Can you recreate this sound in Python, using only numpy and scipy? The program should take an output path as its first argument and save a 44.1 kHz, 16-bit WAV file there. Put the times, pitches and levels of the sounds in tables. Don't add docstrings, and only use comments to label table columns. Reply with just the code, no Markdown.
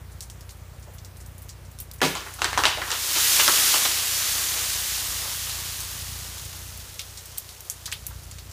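import sys
import numpy as np
from scipy import signal
from scipy.fft import rfft, irfft
from scipy.io import wavfile
from scipy.ndimage import uniform_filter1d

SR = 44100
rng = np.random.default_rng(int(sys.argv[2]) if len(sys.argv) > 2 else 0)


def gain_from_decibels(decibels):
    exponent = np.asarray(decibels, float) / 20
    return 10 ** exponent


def generate_wav(signal):
    frames = np.transpose(np.atleast_2d(signal))
    scaled = np.clip(frames, -1, 1) * 32767
    pcm = np.round(scaled).astype(np.int16)
    wavfile.write(sys.argv[1], SR, pcm)


N = 375732
T = np.arange(N) / SR


def unit(x):
    return x / np.sqrt(np.mean(x ** 2))


def colour(x, points, causal=False):
    hz, db = np.transpose(points)
    f = np.maximum(np.arange(N // 2 + 1) * SR / N, 1)
    gain = gain_from_decibels(np.interp(np.log(f), np.log(hz), db, left=-60))
    if causal:
        cepstrum = irfft(np.log(gain), N)
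        fold = 2 * (np.arange(N) < N // 2) - (np.arange(N) == 0)
        gain = np.exp(rfft(cepstrum * fold))
    return irfft(rfft(x) * gain, N)


def band(x, hz, octaves):
    edges = np.clip([hz / 2 ** (octaves / 2), hz * 2 ** (octaves / 2)], 40, 0.45 * SR)
    return signal.sosfilt(signal.butter(2, edges, "band", fs=SR, output="sos"), x)


def grains(count, rate, spread_db):
    hit = rng.random(count) < rate / SR
    strength_db = spread_db * np.minimum(rng.exponential(size=count), 4)
    return unit(hit * rng.standard_normal(count) * gain_from_decibels(strength_db) + 1e-9)


def walk(rate):
    k = int(SR / rate)
    steps = np.repeat(rng.standard_normal(N // k + 1), k)
    return 0.94 * uniform_filter1d(uniform_filter1d(steps, k), k)[:N]


def fade(t, t60):
    return np.exp(-np.log(1000) * t / max(t60, 0.004))


def add(out, s, x, db):
    i = int(s * SR)
    x = x[:N - i]
    out[i:i + len(x)] += x * gain_from_decibels(db) / np.abs(x).max()


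# frequency in Hz, strength in dB per Hz.
RAIN_TONE = [(330, -21.5), (359, -26), (492, -25), (1080, -29), (1200, -28.5), (3490, -36.5), (14300, -41),
             (15500, -35)]


def rain():
    far = rng.standard_normal(N) + 0.4 * grains(N, 1500, 2.0)
    hiss = unit(colour(far, RAIN_TONE))
    patches = np.zeros(N)
    for hz in [4500, 7000, 10500, 14500]:
        patches += band(hiss, hz, 0.6) * (gain_from_decibels(2.0 * walk(22)) - 1)
    return (hiss + patches) * gain_from_decibels(-52)


# time in
# seconds, level in dB.
GENERATOR_LEVEL = [(0.0, -45.5), (0.97, -46), (1.95, -46), (2.28, -50), (2.56, -41.5), (2.96, -52.5),
                   (3.18, -49), (3.77, -51), (4.44, -47.5), (6.17, -44.5), (6.79, -45.5), (6.95, -48.5),
                   (7.59, -53.5), (7.81, -50.5), (8.07, -45.5), (8.52, -45.5)]
# frequency in Hz, strength in dB per Hz.
EXHAUST_TONE = [(15, -40), (30, -30), (45, -4), (60, 0), (90, 0), (150, -12), (210, -24), (600, -55)]
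# frequency in Hz, strength in dB per Hz.
RUMBLE_TONE = [(20, -39), (45, 5.5), (120, 2), (200, -9), (300, -13), (420, -26), (700, -43)]


def generator():
    firing_hz = 29.97
    k = np.arange(N // 1450)
    weak = k % 2
    chance = rng.standard_normal((len(k), 2))
    fire_s = k / firing_hz + 0.01434 + 0.00028 * weak + 0.0005 * chance[:, 0]
    pulses = np.zeros(N + SR)
    pulses[(fire_s * SR).astype(int)] = -gain_from_decibels(1.5 * chance[:, 1] - 2.2 * weak)
    beat = unit(colour(pulses[:N], EXHAUST_TONE, causal=True))
    rumble = unit(colour(rng.standard_normal(N), RUMBLE_TONE))
    level_db = np.interp(T, *np.transpose(GENERATOR_LEVEL)) + 2.0
    return (beat + gain_from_decibels(-6.5) * rumble) * gain_from_decibels(level_db)


# start in seconds, peak in dB, ring in Hz.
ICE_KNOCKS = [
    (0.872, -41.5, 633),
    (2.263, -40, 1700),
    (2.817, -25, 1550),
    (7.876, -37, 1470),
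    (8.106, -39, 1140),
]


def knocks():
    out, t = np.zeros(N), T[:SR // 4]
    for s, db, hz in ICE_KNOCKS:
        add(out, s, band(rng.standard_normal(len(t)) * fade(t, 0.17), hz, 1.0), db)
    return out


# start in seconds, strike in
# dB, centre in Hz, spray in dB against the strike before its common lowering.
MELT_DROPS = [(0.1162, -45.5, 7500, 11), (0.2068, -20.5, 6470, 1.5), (0.2998, -28, 6770, 2),
              (0.409, -32, 6200, 3), (0.4927, -29.5, 5240, 1.5), (0.57, -41, 12000, 3),
              (0.7977, -39, 11500, 0), (0.8245, -44, 6600, 12), (0.936, -39, 12300, 9),
              (0.9839, -33, 5100, 3), (1.0482, -28, 6500, -3), (1.1696, -34, 10000, -1),
              (1.2022, -42, 7300, 11), (1.2621, -31, 10600, 4), (1.3188, -42, 11500, -9),
              (1.3817, -30, 11500, -2), (1.42, -29, 10900, 1), (1.4867, -32, 10200, -12),
              (1.4924, -27.5, 6100, 3.5), (1.6511, -41, 6700, 6), (1.7148, -33, 11000, 4),
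              (1.788, -26.5, 5830, 0), (1.802, -17, 11300, -1), (1.9141, -27.5, 6800, -4),
              (1.936, -33, 12300, 10), (1.9615, -35, 6500, -12), (1.9834, -38, 7560, 8),
              (0.5058, -35, 9100, 4), (0.222, -31, 7500, 10), (2.339, -24.5, 9000, 2),
              (5.4964, -18, 4300, 2.5), (5.8045, -16.5, 8500, -3), (5.9127, -23, 9300, -12),
              (6.0144, -23, 5400, 3.5), (6.378, -29, 4600, 7), (6.4514, -21, 12300, -12),
              (6.7762, -24, 11500, 1), (6.8016, -31, 4500, 4), (6.891, -31, 4000, 3),
              (6.9434, -26, 9300, -12), (6.9936, -15.5, 4170, -1), (7.0162, -26, 6600, -12),
              (7.1737, -23, 5800, 0), (7.257, -24, 7500, 3), (7.376, -22, 5960, 1),
              (7.3824, -10.5, 10900, -6), (7.491, -26, 5070, 0), (7.6067, -23, 11300, -5),
              (7.6513, -28, 12000, -1), (7.6991, -10.5, 7900, -4), (7.8576, -20.5, 5000, 5),
              (7.864, -19, 5760, -10), (7.9175, -17.5, 4660, -1), (7.925, -12, 3540, 0.5),
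              (8.0668, -15.5, 11860, -2.5), (8.2344, -34, 6600, 1), (8.3132, -22.5, 5400, -4),
              (8.385, -28, 4500, 3.5), (8.4966, -35, 7000, 0), (8.5139, -28, 5200, -12)]


def drips():
    spray_s, spray_level_db = 0.125, -7.5
    echo_s, echo_db = 0.0032, -6.5
    out, t = np.zeros(N), T[:SR // 4]
    for s, db, hz, spray_db in MELT_DROPS:
        tick = (np.arange(400) == 0) + 0.46 * rng.standard_normal(400) * fade(t[:400], 0.002)
        add(out, s - 0.0001, band(tick, hz, 1.8), db)
        spatter = 0.8 * grains(len(t), 900, 1.5) + rng.standard_normal(len(t))
        burst = spatter * fade(t, spray_s) * (1 - np.exp(-t / 0.0012))
        spray = band(burst, hz, 1.0) + 0.36 * band(burst, 5540, 3.0)
        add(out, s, spray, db + spray_db + spray_level_db)
    lag = int(echo_s * SR)
    out[lag:] += gain_from_decibels(echo_db) * out[:-lag]
    return out


# time in seconds, level in dB.
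ICE_AMOUNT = [(2.25, -49), (2.8, -43), (3.0, -31), (3.25, -21.5), (3.72, -21), (3.93, -27), (4.41, -27.5),
              (5.55, -33.5), (6.45, -41.5), (7.0, -47), (8.52, -52.5)]


def icefall():
    shake_db, shake_s = -26.5, 0.69
    power = gain_from_decibels(2 * np.interp(T, *np.transpose(ICE_AMOUNT), left=-99))
    for s, db, *_ in FIBRE_CRACKS:
        power[int(s * SR):][:SR] += gain_from_decibels(2 * (db + shake_db)) * fade(T[:SR], shake_s) ** 2
    return 10 * np.log10(power)


# frequency in Hz, strength in dB per Hz.
TINKLE_TONE = [(880, -17), (1500, -2.5), (1900, -0.5), (2260, -1.5), (3060, 2), (6820, 3), (14600, -12.5),
               (15500, -2.5)]
# frequency in Hz, strength in dB per Hz.
LUMP_TONE = [(150, -10.5), (300, -6.5), (600, -5), (1200, 0.5), (2200, -13), (4000, -35)]
# frequency in Hz, strength in dB per Hz.
SHARD_TONE = [(6000, -11), (9000, -1), (12000, -0.5), (15500, -3)]


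def shower():
    full_db = -22
    tinkle_db = icefall()
    shard_db = full_db - 2 + 1.0 * (tinkle_db - full_db)
    late_db = np.roll(tinkle_db, int(0.023 * SR))
    lump_db = full_db - 15.5 + 0.87 * (late_db - full_db)

    rate = np.interp(T, [3.5, 7.0], [26000, 9000])
    thinning = np.sqrt(rate / rate.mean())
    ice = grains(N, rate, 0.8) * gain_from_decibels(0.5 * walk(20)) / thinning
    shards = grains(N, rate, 0.8) * gain_from_decibels(0.5 * walk(20)) / thinning
    beads = sum(band(grains(N, 70, 1.5), hz, 0.2) for hz in [2900, 3700, 4500, 5400, 6600])
    lumps = (grains(N, 2500, 2.0) + 0.6 * rng.standard_normal(N)) * gain_from_decibels(1.5 * walk(18))

    tinkle = unit(colour(ice, TINKLE_TONE)) + 0.17 * unit(beads)
    out = tinkle * gain_from_decibels(tinkle_db + 1.0)
    out += unit(colour(lumps, LUMP_TONE)) * gain_from_decibels(lump_db)
    out += unit(colour(shards, SHARD_TONE)) * gain_from_decibels(shard_db)
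    return out


# start in seconds, peak in dB.
TRUNK_THUD = (2.02, -19)
# frequency in Hz, level in dB, time to die away in seconds.
TRUNK_TONES = [(151.6, -6, 0.2), (184, -12, 0.24), (266, 4, 0.097), (297, -5, 0.15), (760, 8, 0.07)]


def trunk_thud():
    out, t = np.zeros(N), T[:SR // 2]
    shudder = sum(np.sin(2 * np.pi * hz * t) * gain_from_decibels(db) * t * fade(t, t60) for hz, db, t60 in TRUNK_TONES)
    start_s, peak_db = TRUNK_THUD
    add(out, start_s, shudder, peak_db)
    return out


# start in seconds, level in dB, centre in Hz, treble in dB.
FIBRE_CRACKS = [(2.015, -7, 1620, -5), (2.03, -8.5, 750, 0.5), (2.047, -19, 418, 8.5),
                (2.067, -25, 1800, 1), (2.155, -22, 1090, 0), (2.205, -34, 1530, -3),
                (2.261, -28.5, 1330, -13), (2.387, -28, 1100, -1.5), (2.416, -18, 1340, 0),
                (2.443, -16, 1480, -1.5), (2.528, -24.5, 1720, 2), (2.576, -9, 1210, -5),
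                (2.635, -14.5, 1560, -1), (2.652, -15, 1020, 5), (2.672, -30.5, 1500, 14),
                (2.775, -25, 650, -19), (2.814, -20.5, 1500, -12), (2.873, -24.5, 1395, -2),
                (2.903, -20.5, 1460, 1), (2.917, -20, 1345, 2), (2.944, -38, 990, 14),
                (3.156, -19, 1210, 3), (3.395, -13, 1720, 8.5), (3.477, -3, 1340, -5),
                (3.543, -22, 1420, -3), (3.741, -9, 1150, 1), (3.851, -12, 990, 3)]


def tearing_fibres():
    out, t = np.zeros(N), T[:SR // 2]
    for s, db, hz, treble_db in FIBRE_CRACKS:
        if s < 2.06:
            bass_db, tail_s = -9, 0.088
        elif s < 3.3:
            bass_db, tail_s = -17, 0.19
        else:
            bass_db, tail_s = -14.5, 0.076
        fibres = grains(len(t), 5000, 1.35)
        swell = fade(t, tail_s) * (1 - np.exp(-t / 0.0039))
        treble = unit(band(fibres, 2620, 1.34) + 0.47 * band(fibres, 3600, 1.84))
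        wood = unit(band(fibres, hz, 1.15)) + gain_from_decibels(treble_db) * treble
        wood += gain_from_decibels(bass_db) * unit(band(fibres, 423, 0.82)) * 2.07 * (1 - np.exp(-t / 0.0047))
        out[int(s * SR):][:len(t)] += gain_from_decibels(db - 6.5) * wood * swell
    return out


# start in seconds, peak in dB, ring in Hz, time for the ring to die in seconds, treble in dB.
WOOD_SNAPS = [(2.005, -26, 1940, 0.081, -9), (2.016, -8, 1790, 0.015, -8), (2.152, -18.5, 1080, 0.018, -2),
              (2.205, -27, 1530, 0.022, 2), (2.263, -31, 1840, 0.016, -18), (2.418, -6.5, 2720, 0.021, -7),
              (2.443, -14, 1600, 0.021, 6), (2.529, -15, 1770, 0.025, -9), (2.575, -5, 1020, 0.036, -9),
              (2.636, -6, 2780, 0.039, -6), (2.653, 1.5, 2980, 0.0089, -20), (2.773, -19.5, 630, 0.036, -8),
              (2.817, -13.5, 1470, 0.022, -25), (2.904, -19, 1440, 0.032, 7),
              (2.915, -19.5, 2800, 0.04, 7.5), (3.394, -11, 2080, 0.025, -19), (3.398, -6, 2740, 0.02, -15),
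              (3.421, -16, 2890, 0.025, -5), (3.478, -5.5, 3300, 0.02, 1), (3.74, -8, 3060, 0.022, -13),
              (3.851, -12.5, 3380, 0.015, -11)]


def snaps():
    out, t = np.zeros(N), T[:SR // 2]
    for s, db, hz, t60, treble_db in WOOD_SNAPS:
        click = (np.arange(len(t)) == 0) + 1.35 * rng.standard_normal(len(t)) * fade(t, 0.0026)
        ring = np.sin(2 * np.pi * hz * t) * fade(t, t60)
        body = 0.3 * ring + band(click, hz, 0.86) + 1.37 * band(click, 1310, 2.12)
        add(out, s + 0.000966, body, db)
        add(out, s + 0.00106, band(click, 5800, 0.82), db + treble_db)
    return out


def limb():
    return snaps() + tearing_fibres() + trunk_thud()


def yard_echo(wood):
    t60_s, level_db = 0.54, -11.5
    t = T[:SR]
    echo = np.zeros(SR)
    for hz, share in [(400, 0.74), (1300, 1.3), (4000, 1.2), (10000, 0.17)]:
        echo += band(rng.standard_normal(SR), hz, 2.95) * fade(t, t60_s * share)
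    echo = unit(echo * (1 - np.exp(-t / 0.0082))) / np.sqrt(SR)
    return gain_from_decibels(level_db) * signal.fftconvolve(wood, echo)[:N]


def scene():
    wood = limb()
    mono = rain() + generator() + knocks() + drips() + shower() + wood + yard_echo(wood)
    return np.array([mono, mono])


def stray_noise(cut):
    from_s, to_s, low_hz, high_hz, width_hz = 3.0, 5.4, 4100, 12500, 1400
    side, size = np.zeros(N), 2048
    window = np.sin(np.pi * np.arange(size) / size)
    for when, where in rng.random(size=(23, 2)):
        i = int((from_s + when * (to_s - from_s)) * SR)
        edge_hz = low_hz + where * (high_hz - low_hz)
        sos = signal.butter(6, [edge_hz, edge_hz + width_hz], "band", fs=SR, output="sos")
        loud = signal.sosfilt(sos, cut[0, i:i + size]).std()
        noise = unit(signal.sosfilt(sos, rng.standard_normal(size)))
        side[i:i + size] += 0.5 * loud * noise * window
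    return np.array([side, -side])


def band_limit(x):
    return signal.sosfilt(signal.butter(12, 16630, fs=SR, output="sos"), x)


def record(dry):
    rounded = np.tanh(1.162 * dry) / 1.06
    top_cut = signal.ellip(10, 0.2, 45, 15420, fs=SR, output="sos")
    cut = signal.sosfilt(top_cut, rounded)
    return band_limit(cut + stray_noise(cut))


dry = scene()
out = record(dry)
generate_wav(out)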